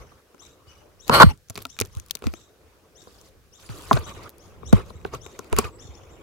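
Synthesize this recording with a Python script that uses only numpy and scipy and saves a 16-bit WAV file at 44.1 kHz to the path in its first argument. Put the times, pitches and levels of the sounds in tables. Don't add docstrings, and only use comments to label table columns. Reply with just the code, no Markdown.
import sys
import numpy as np
from scipy import signal
from scipy.io import wavfile
from scipy.ndimage import uniform_filter1d

SR = 44100
rng = np.random.default_rng(int(sys.argv[2]) if len(sys.argv) > 2 else 0)


def generate_wav(signal):
    frames = np.transpose(np.atleast_2d(signal))
    scaled = np.clip(frames, -1, 1) * 32767
    pcm = np.round(scaled).astype(np.int16)
    wavfile.write(sys.argv[1], SR, pcm)


def gain_from_db(level_db):
    decades = np.asarray(level_db, float) / 20
    return 10 ** decades


N = 274417

# f/Hz, level/dB
SHELL_RINGS = [(230, -3.5), (430, -8.5), (600, -9.5), (700, -7.5), (900, -10), (1050, -4.5), (1300, -6.5)]


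def evened(x):
    return x / np.sqrt(np.mean(x ** 2) + 1e-20)


def read(points, hz):
    f, value = np.transpose(points)
    return np.interp(np.log(hz + 1), np.log(f + 1), value)


def add(mix, s, sound):
    sound = sound[:, max(-round(s * SR), 0):]
    part = mix[:, max(round(s * SR), 0):][:, :sound.shape[1]]
    part += sound[:, :part.shape[1]]


def sides(db):
    return gain_from_db(db * np.array([[.5], [-.5]]))


def resonate(x, hz, width):
    r = np.exp(-np.pi * width / SR)
    return signal.lfilter([1 - r * r, 0, r * r - 1], [2, -4 * r * np.cos(2 * np.pi * hz / SR), 2 * r * r], x)


def sharp_resonate(x, hz, width):
    return resonate(resonate(x, hz, width), hz, width)


def band(x, low_hz, high_hz):
    return signal.sosfilt(signal.butter(3, [low_hz, high_hz], "bandpass", fs=SR, output="sos"), x)


def lowpass(x, hz):
    return signal.sosfilt(signal.butter(2, hz, fs=SR, output="sos"), x)


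def noise(spectrum, size, patchy_db, flicker_db, same=None):
    # f/Hz, likeness (1 is identical)
    likeness = [(60, .85), (300, .8), (640, .75), (1400, .35), (3100, 0), (6800, .3), (11000, .85)]
    frames, hz = 4 * N // size + 5, np.fft.rfftfreq(size, 1 / SR)
    a, b, c, d, patches = rng.standard_normal((frames, len(hz), 5)).T
    flicker = evened(uniform_filter1d(patches[0], size=3))
    patches = uniform_filter1d(uniform_filter1d(patches, size=6, axis=0), size=8, axis=1)
    same = read(likeness, hz) if same is None else same + 0 * hz
    same = same[:, None]
    left, other = a + 1j * b, c + 1j * d
    z = np.array([left, same * left + np.sqrt(1 - same ** 2) * other])
    z *= gain_from_db(read(spectrum, hz)[:, None] + patchy_db * evened(patches) + flicker_db * flicker)
    return evened(signal.istft(z, nperseg=size, noverlap=3 * size // 4)[1][:, :N])


def around():
    # t/s, breeze/dB, far traffic/dB
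    park = [(0, -47, -50), (0.2, -69, -61.5), (0.55, -62, -55), (0.7, -58, -59), (0.88, -61, -56),
            (1.299, -47.5, -66.5), (1.46, -63.5, -68), (1.9, -52, -66), (2.5, -61.5, -59),
            (2.7, -62, -57.5), (3.28, -57.5, -57.5), (3.45, -57, -61.5), (4.309, -59, -53.5),
            (4.621, -42.5, -49), (5.103, -48, -52), (5.45, -53, -48.5), (5.85, -52, -49.5),
            (6.22, -50.5, -48.5)]
    # start/s, hold/s, pressure/dB, dryness/dB (hiss against rub)
    strokes = [(0, 0.024, -50.5, -8), (0.07, 0.13, -62, -3.5), (0.423, 0.066, -58, -1.5),
               (0.67, 0.15, -58, -8), (1.075, 0.026, -43.5, -0.5), (1.32, 0.02, -55.5, -4),
               (1.493, 0.71, -62.5, -2.5), (1.575, 0.035, -47, -4), (1.829, 0.024, -49.5, -9),
               (1.976, 0.014, -54.5, -5.5), (2.24, 0.04, -45.5, -3.5), (2.3, 0.11, -58.5, -0.5),
               (2.61, 0.17, -64, -9), (3.015, 0.27, -63, 6.5), (3.599, 0.036, -56.5, 5),
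               (3.641, 0.03, -52.5, 1.5), (3.704, 0.24, -46, 1), (3.922, 0.054, -34, -7),
               (4.008, 0.025, -43, -6.5), (4.07, 0.035, -38.5, -7.5), (4.147, 0.13, -45.5, -9),
               (4.226, 0.023, -46, -7.5), (4.42, 0.082, -70, 9.5), (4.74, 0.045, -35.5, -11.5),
               (4.792, 0.016, -39.5, -12.5), (4.864, 0.043, -58, 4), (5.061, 0.015, -44, -11),
               (5.139, 0.012, -37, -6), (5.268, 0.21, -59, -0.5), (5.525, 0.02, -39, -9.5),
               (5.563, 0.005, -42, -10.5), (5.584, .008, -29.5, -13), (5.585, 0.011, -32, -0.5),
               (5.615, 0.016, -43, -8), (5.644, 0.0072, -36, -6), (5.661, 0.018, -43, -7.5)]
    # f/Hz, density/dB
    breeze_colour = [(12, -68.5), (27, -35), (45, -2.5), (70, 3), (178, -11), (250, -20), (320, -44),
                     (550, -120)]
    hum_colour = [(110, -54), (180, -12.5), (334, -2.5), (478, -2), (617, -9), (900, -14), (1400, -20.5),
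                  (2400, -71.5)]
    rub_colour = [(410, -45), (700, -20), (1140, -3.5), (1650, -14.5), (2450, -13), (3800, -21.5),
                  (4940, -42), (8360, -120)]
    hiss_colour = [(1900, -25), (3000, 0.5), (4800, 4), (5400, -1), (6900, 1.5), (8500, -5.5),
                   (10000, -5.5), (15900, -14.5)]
    self_colour = [(900, -24.5), (1500, 5), (2100, -4.5), (4000, -3), (6000, -3), (8000, -7.5),
                   (15900, -10), (16400, -30)]
    rise_db_per_s, fall_db_per_s = 899.5, 499.5
    rock_db, body_db = -0.5, -1
    tyre_db = -7

    t, t_coarse = np.arange(N) / SR, np.arange(0, N + 64, 64) / SR
    s, hold, db, dry_db = np.transpose(strokes)[:, :, None]
    press_db = db - rise_db_per_s * np.maximum(s - t_coarse, 0)
    press_db = press_db - fall_db_per_s * np.maximum(t_coarse - s - hold, 0)
    slide = np.interp(t, t_coarse, gain_from_db(2 * press_db).sum(0))
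    rasp = np.interp(t, t_coarse, gain_from_db(2 * (press_db + dry_db)).sum(0))
    at, wind_db, road_db = np.transpose(park)
    wind = gain_from_db(2 * np.interp(t, at, wind_db))
    road = gain_from_db(2 * np.interp(t, at, road_db))

    breeze = noise(breeze_colour, size=2048, patchy_db=1.5, flicker_db=1, same=0.61)
    breeze *= gain_from_db(-1.0) * np.sqrt(wind + gain_from_db(2 * rock_db) * slide)
    hum = noise(hum_colour, size=1024, patchy_db=2.0, flicker_db=0)
    hum *= gain_from_db(-2.5) * np.sqrt(road + gain_from_db(2 * body_db) * slide)
    rub = noise(rub_colour, size=512, patchy_db=4.0, flicker_db=1)
    rub *= gain_from_db(-3.0) * np.sqrt(slide + gain_from_db(2 * tyre_db) * road)
    hiss = gain_from_db(-4.0) * np.sqrt(rasp) * noise(hiss_colour, size=256, patchy_db=4.5, flicker_db=1)
    slips = gain_from_db(4.0 * np.minimum(rng.exponential(size=N), 2)) * (rng.random(N) < 200 / SR)
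    catches = evened(band(slips * rng.standard_normal((N, 2)).T, 2500, 15000))
    hiss += gain_from_db(-16.5) * np.sqrt(rasp) * catches
    own = gain_from_db(-66.5) * noise(self_colour, size=512, patchy_db=.6, flicker_db=0)
    return breeze + hum + rub + hiss + own


def bird():
    # t/s, level/dB, top pitch f/Hz
    chirps = [(-0.025, -62, 3100), (0.379, -51, 3860.0), (0.654, -59.5, 3040.0), (0.982, -52.5, 3860.0),
              (1.674, -54.5, 3790), (1.899, -62.5, 3520), (2.321, -52.5, 3840), (2.939, -53, 3796),
              (3.511, -53.5, 3730), (4.024, -46, 3930), (4.374, -59.5, 3350.0), (4.641, -46.5, 3898),
              (4.916, -62, 3980), (5.196, -50, 3795), (5.775, -49.5, 3610), (5.925, -57, 3530),
              (6.074, -64, 3750)]
    # t/s, share of top pitch
    glide = [(0, .57), (.011, .667), (.023, .77), (.036, .9), (.046, .975), (.053, 1.), (.06, .98),
             (.068, .92)]
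    # f/Hz, level/dB
    beak = [(2000, -27.5), (3000, -14), (3800, -6.5), (4700, -8), (5800, -1.5), (7500, -8.5), (8800, -4.5),
            (13000, -11.5)]
    # t/s, level/dB, f/Hz, length/s
    peeps = [
        (.655, -61, 2950, .09),
        (.80, -60, 600, .08),
        (5.70, -64, 7700, .07),
        (5.82, -70, 4300, .1),
        (6.09, -66, 7300, .07),
    ]
    # f/Hz, t60/s
    trees = [(2000, 0.28), (5000, 0.52), (8000, 0.34)]
    # delay/s, level/dB
    trunks = [
        (.04, -12),
        (.062, -12),
        (0.094, -7),
    ]

    dry, t = np.zeros((1, N)), np.arange(0, glide[-1][0], 1 / SR)
    envelope = signal.windows.tukey(len(t), .35) * np.minimum(t / 0.022, 1) ** 2
    for s, db, top_hz in chirps:
        hz = top_hz * np.interp(t, *np.transpose(glide))
        rasp = uniform_filter1d(rng.standard_normal(len(t)), size=40)
        phase = 2 * np.pi * np.cumsum(hz * (1 + 0.12 * rasp)) / SR
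        call = sum(gain_from_db(read(beak, k * hz) - 14 * (k > 2)) * np.sin(k * phase) for k in range(1, 4))
        add(dry, s, gain_from_db(db) * call[None] * envelope)
    for s, db, hz, length in peeps:
        held = np.arange(0, length, 1 / SR)
        wobble = uniform_filter1d(rng.standard_normal(len(held)), size=200)
        phase = 2 * np.pi * hz * np.cumsum(1 + 0.14 * wobble)[None] / SR
        add(dry, s, gain_from_db(db) * np.sin(phase) * np.hanning(len(held)))

    hz, late, z = signal.stft(rng.standard_normal((2, SR)), SR, nperseg=256)
    tail = signal.istft(z * gain_from_db(-60 * late / read(trees, hz)[:, None]), SR, nperseg=256)[1]
    echo = signal.fftconvolve(dry, tail / np.linalg.norm(tail[0]), axes=1)[:, :N]
    repeats = sum(gain_from_db(db) * np.roll(dry, round(s * SR)) for s, db in trunks)
    return dry * sides(25.5) * gain_from_db(-5.3) + repeats, gain_from_db(6) * sides(3) * echo


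def waver(echo):
    return echo * evened(lowpass(rng.standard_normal((N, 2)).T, 70))


def thump(s, db, hz, t60, lead):
    t = np.arange(12000) / SR
    swing = gain_from_db(-60 * t / t60) * (1 - np.exp(-t * hz * 2.7))
    sag_turns, sag_rate = .4, 1.5
    turns = hz * t + sag_turns * (1 - np.exp(-t * hz * sag_rate))
    phase = 2 * np.pi * turns + np.array([[.5], [-.5]]) * lead
    return s, gain_from_db(db + 8.0) * swing / swing.max() * np.sin(phase)


def knock(s, db, hz, pan_db, chance):
    firm_t60_s, loosen = 0.02, 0.12
    bright_db_per_octave = 3.5
    t = np.arange(5000) / SR
    t60 = firm_t60_s * gain_from_db(-loosen * db)
    ring = 0
    for k, ((f, gain_db), (strong, shift, phase, lead)) in enumerate(zip([(hz, 0)] + SHELL_RINGS, chance)):
        other = k > 0
        gain_db = gain_db + other * 1.5 * strong + bright_db_per_octave * np.log2(f / hz)
        fade = gain_from_db(gain_db - 60 * t / t60 * (f / hz) ** 0.68)
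        turn = 2 * np.pi * f * (1 + 0.068 * shift * other) * t + .5 * phase * other
        ring = ring + fade * np.sin(turn + 0.76 * lead * np.array([[1], [-1]]))
    ring = ring * (1 - np.exp(-t / 0.0014))
    return s, gain_from_db(db) * sides(pan_db) * ring / abs(ring).max()


def tick(s, db, hz, pan_db, chance):
    snap_rings = [1300, 2450, 3700, 4500, 6000, 6900, 9800, 13000]
    q, spread_db = 4.6, 5
    above_db_per_octave, below_db_per_octave = 9, 8.5
    t = np.arange(chance.shape[1]) / SR - .0012
    grains = chance * abs(chance)
    shape = np.exp(-abs(t) / 0.00017) + 0.26 * np.exp(-abs(t) / np.where(t < 0, .0012, .0028))
    burst = (grains[:2] + grains[2]) * shape
    burst[:, np.argmin(abs(t))] += 8.0
    colour = 0.11 * (hz / 6000) ** 2.7 * band(burst, 700, 20000) + resonate(burst, hz, hz / q)
    for f, strong in zip(snap_rings, chance[2, ::-1]):
        slope = above_db_per_octave if f > hz else below_db_per_octave
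        gain_db = spread_db * np.clip(strong, -2, 1) - slope * abs(np.log2(f / hz)) - 2.5
        colour = colour + gain_from_db(gain_db) * resonate(burst, f, f / q)
    return s, gain_from_db(db + 3.5) * sides(pan_db) * colour / abs(colour).max()


def soften(s, sound, cut_db):
    dull = lowpass(sound, 4500)
    return s, dull + gain_from_db(-max(cut_db, 0)) * (sound - dull)


def scrape():
    # t/s, finger pressure/dB, slipperiness/dB (squeak against ring)
    drag = [
        (1.104, -24.5, -22),
        (1.143, -13, -4),
        (1.198, -17, -10),
        (1.201, -3.5, -15.5),
        (1.234, -0.5, -20.5),
        (1.242, -27, -6.5),
        (1.285, -44, 0),
        (1.306, -40, -1),
        (1.35, -75.5, 3),
    ]
    # f/Hz, width/Hz, level/dB
    drag_rings = [(564, 270, -4), (851, 100, -0.5), (1090, 300, 1.5), (1325, 170, -2.5)]
    # f/Hz, width/Hz, level/dB, until/s
    squeak_rings = [(2080, 1100, 0.5, 1.4), (2850, 590, -2, 1.4), (4270, 410, 4.5, 1.3),
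                    (5440, 370, -10.5, 1.4)]
    # f/Hz, width/Hz, level/dB
    hiss_rings = [(8300, 570, -0.5), (9800, 530, 0.5), (11450, 980, -0.5), (14200, 1200, -8)]

    s, pressure_db, slip_db = np.transpose(drag)
    t = np.arange(s[0], s[-1], 1 / SR)
    ring_db = np.interp(t, s, pressure_db)
    squeak_db = ring_db + np.interp(t, s, slip_db)
    low_db, hiss_db = -13.5 + .45 * ring_db, squeak_db - 8.5

    clumps = gain_from_db(evened(uniform_filter1d(rng.standard_normal(len(t)), size=150)))
    hits = rng.random((len(t), 3)).T < 3000 * clumps / SR
    draws = rng.standard_normal((len(t), 3)).T * hits
    shared = np.array([np.roll(draws[0], shift=6), draws[0]])
    slips = draws[1:] * .5 + shared
    dusty = slips + 0.4 * rng.standard_normal((len(t), 2)).T

    low = evened(band(slips, 60, 270))
    hiss = evened(sum(gain_from_db(g) * sharp_resonate(dusty, f, w) for f, w, g in hiss_rings))
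    ring = evened(sum(gain_from_db(g) * sharp_resonate(slips, f, w) for f, w, g in drag_rings))
    steady = np.sqrt(uniform_filter1d((ring ** 2).mean(0), size=250) + .25)
    ring = evened(ring / steady)
    squeak = evened(sum(gain_from_db(g - 750 * np.maximum(t - until, 0)) * sharp_resonate(dusty, f, w)
                        for f, w, g, until in squeak_rings))
    out = gain_from_db(low_db - 4.0) * low + gain_from_db(hiss_db + 1.0) * hiss
    out += gain_from_db(ring_db) * ring + gain_from_db(squeak_db + 1.5) * squeak
    return s[0], out * signal.windows.tukey(len(t), .05)


def lift():
    # (f/Hz, width/Hz, level/dB)
    lift_off = (1.288, 0.0418, [(850, 87, -40), (2710, 245, -44), (5600, 700, -50)])
    start, length, rings = lift_off
    rub = rng.standard_normal((round(length * SR), 2)).T
    squeal = sum(gain_from_db(db) * evened(sharp_resonate(rub, hz, w)) for hz, w, db in rings)
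    return start, sides(9.5) * squeal * np.hanning(rub.shape[1])


def scene():
    # t/s, peak/dB, f/Hz,
    # t60/s, phase lead of left/rad
    thumps = [(0.0, -45, 48.7, 0.1, 0.71), (0.673, -53, 66.6, 0.14, 0.55), (1.097, -28, 89.4, 0.078, 1.4),
              (1.239, -5.5, 150.7, 0.038, 2.3), (1.247, -24, 42, 0.13, 1.2), (1.264, -10, 79.4, 0.089, 2.5),
              (1.501, -39.5, 89, 0.058, 1.53), (1.564, -49.5, 103.4, 0.28, 0.94),
              (1.812, -30.5, 93.3, 0.1, 1.93), (1.967, -29.5, 71, 0.078, 2.48),
              (2.258, -24, 70.5, 0.16, 2.77), (2.27, -24.5, 210, 0.037, 2.1),
              (3.695, -36.5, 108, 0.19, 2.07), (3.912, -19, 656, 0.029, 0.45),
              (3.918, -20, 230, 0.032, 2.57), (3.935, -18, 119, 0.14, 2.48), (3.969, -35, 85.5, 0.28, 1.8),
              (4.66, -40, 69.35, 0.32, 0.88), (4.729, -8.5, 193.6, 0.062, 2.6),
              (4.731, -10.5, 96.8, 0.1, 2.51), (4.735, -29, 45, 0.15, 1.2),
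              (4.951, -42.5, 74.2, 0.17, 0.79), (5.522, -22.5, 49.3, 0.21, 2.94),
              (5.576, -35, 1122, 0.063, .5), (5.577, -40, 2610, 0.056, .5), (5.587, -22, 410, 0.052, 0.9),
              (5.643, -38, 2500, 0.032, .5), (5.652, -39.5, 1205, 0.082, 0.6), (5.646, -35, 76, 0.12, 3.8),
              (5.85, -44.5, 83, 0.047, 1.2), (5.888, -43.5, 63.5, 0.23, 1.3)]
    # t/s, peak/dB, loudest ring f/Hz, left-right/dB
    knocks = [(0.118, -41, 1170, -3), (0.345, -39, 360, 4), (1.0959, -1, 978, 2), (1.289, -34, 850, 20),
              (1.502, -32, 673, 9), (1.555, -30.5, 364, 0), (1.577, -23.5, 401, -2),
              (1.653, -24, 1340, 2.5), (1.79, -29.5, 1240, 5), (1.812, -14.5, 440, -4.5),
              (2.153, -31, 434, 5), (2.222, -30.5, 416, -4), (2.24, -25.5, 474, 6), (2.267, -30, 400, 12),
              (2.337, -26, 334, 5.5), (3.072, -36, 492, 0), (3.692, -34, 453, 0), (3.912, -1, 1047, 1.5),
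              (3.9282, -15.5, 1150, 4), (3.969, -16, 637, 9), (4.632, -29.5, 416, 5.5),
              (4.7289, -10, 547, 13), (4.904, -37, 498, 15), (5.051, -16, 412, -3), (5.137, -20.5, 436, 0),
              (5.262, -31, 394, 3.5), (5.392, -25, 433, 3.5), (5.529, -15.5, 422, 4.5),
              (5.5863, -6, 1096, 1.5), (5.64, -26.5, 440, -3)]
    # t/s, peak/dB, brightest f/Hz, left-right/dB
    ticks = [(0.3458, -55.5, 2960, 28), (1.0669, -42, 3770, 5.5), (1.079, -25.5, 7530, 13.5),
             (1.3746, -44.5, 7780, 5.5), (1.498, -21, 6230, 3.5), (1.5035, -30, 5825, 4.5),
             (1.5548, -22, 4440, 2), (1.6187, -28.5, 13150, 5.5), (1.623, -25, 13120, -2),
             (1.6318, -37.5, 13390, 5), (1.667, -38, 5350, 6), (1.699, -38.5, 5930, 15.5),
             (1.7658, -39.5, 1500, 8), (1.8005, -7, 6130, 5), (1.8117, -9.5, 6245, -8),
             (1.8501, -31.5, 5600, -1.5), (1.95, -34.5, 3700, 11.5), (1.9697, -35, 7200, 9),
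             (1.9979, -31.5, 6000, 12.5), (2.0618, -39, 6860, 8.5), (2.1085, -17.5, 4600, 12.5),
             (2.1518, -19.5, 4280, 11), (3.2125, -49, 5910, 24.5), (3.9294, -13, 3730, -0.5),
             (4.2924, -29, 12880, -1.5), (4.3816, -40.5, 6600, 14), (4.7283, -17.5, 3680, -1.5),
             (5.3909, -23, 5996, 3.5), (5.5859, -7.5, 6300, 0.5),
             (0.38, -48.5, 1310, 2), (.479, -46, 1300, -0.5), (.779, -48, 7000, 4),
                (1.123, -30, 4375, 0.5), (1.138, -23, 4290, 0), (1.146, -19, 4320, 1.5),
                (1.2014, -12, 3060, -2.5), (1.2215, -4, 4500, -0.5), (1.485, -41, 6000, 0),
                (1.545, -40, 9800, 0), (1.579, -28.5, 3720, 0.5), (1.604, -36.5, 4500, 0),
                (1.834, -39.5, 4500, 0), (1.857, -36, 13000, 0.5), (1.871, -41.5, 7000, 0),
                (3.69, -33, 2400, 0), (3.762, -45, 6900, 0), (3.770, -40, 9800, -0.5),
                (3.777, -39, 9800, 0), (3.785, -40, 9800, 0.5), (3.810, -38.5, 9800, 0),
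                (3.821, -33, 9700, 0), (3.852, -40.5, 6900, 0.5), (3.884, -36, 9800, 0),
                (3.936, -26.5, 9800, -1), (3.953, -35.5, 6900, -1.5), (3.995, -33.5, 12900, 2.5),
                (4.148, -46, 9800, -0.5), (4.234, -38, 9800, -8), (4.301, -36, 13000, 0),
                (4.7266, -15.5, 1180, 0.5), (5.013, -47.5, 2400, 5.5), (5.073, -54, 4500, -1),
                (5.135, -37.5, 2400, -6), (5.147, -31, 6030, -2.5), (5.444, -41.5, 3400, 14),
                (5.498, -44, 6900, 1), (5.612, -30.5, 1300, -1), (5.647, -34.5, 2680, -2),
                (5.389, -29.5, 1330, 6), (1.929, -44.5, 9800, -0.5), (1.963, -41.5, 4500, -1),
                (1.984, -41, 6900, -1), (2.084, -40.5, 6860, 0), (2.19, -43.5, 9800, -1.5),
                (2.1087, -19, 12990, 6), (3.926, -27, 6000, -0.5), (3.9665, -25, 1700, 0.5),
                (2.329, -41.5, 8500, 0), (5.564, -26, 10300, 0), (5.565, -23, 1200, -1),
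                (2.1522, -19, 7974, 6.5), (2.1523, -20.5, 13000, 4), (2.116, -37.5, 13000, 3),
                (2.097, -39.5, 2400, 1)]
    # t/s, peak/dB, left-right/dB, treble cut/dB
    taps = [(1.095, -6.5, -3.5, 3.5), (1.5602, -24.5, 1, 1.5), (1.5756, -20.5, 0.5, 1),
            (1.5884, -31.5, 3.5, 3), (1.6519, -16, 5, -0.5), (1.7886, -14.5, 5.5, 4),
            (1.8186, -17, 10.5, 8), (2.1696, -34.5, -1, 0.5), (2.2219, -30.5, -4, 3), (2.2403, -28.5, 7, 3),
            (2.268, -19.5, 10.5, 1), (2.3374, -27.5, 10.5, 1.5), (3.9726, -18.5, 16, 24.5),
            (3.9891, -30.5, 1, -0.5), (5.0481, -23, 1.5, 11.5), (5.062, -32, -5, 9.5), (5.1492, -31, 0, 8),
            (5.2635, -31, 14, 3), (5.5271, -11.5, 0, 3), (5.564, -20, -1, 1.5), (5.6438, -26.5, -5, 9.5)]

    mix = around()
    call, echo = bird()
    for row in thumps:
        add(mix, *thump(*row))
    for row in knocks:
        add(mix, *knock(*row, rng.standard_normal((len(SHELL_RINGS) + 1, 4))))
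    for row in ticks:
        add(mix, *tick(*row, rng.standard_normal((3, 1500))))
    for s, db, pan_db, cut_db in taps:
        landing = tick(s, db, 2500, pan_db, rng.standard_normal((3, 1500)))
        add(mix, *soften(*landing, cut_db))
    add(mix, *scrape())
    add(mix, *lift())
    return mix + call + waver(echo)


def top_cut(x):
    return signal.sosfilt(signal.butter(12, 15950, fs=SR, output="sos"), x)


def record(dry):
    clipped = np.clip(dry, -.98, .98)
    return top_cut(clipped)


dry = scene()
out = record(dry)
generate_wav(out)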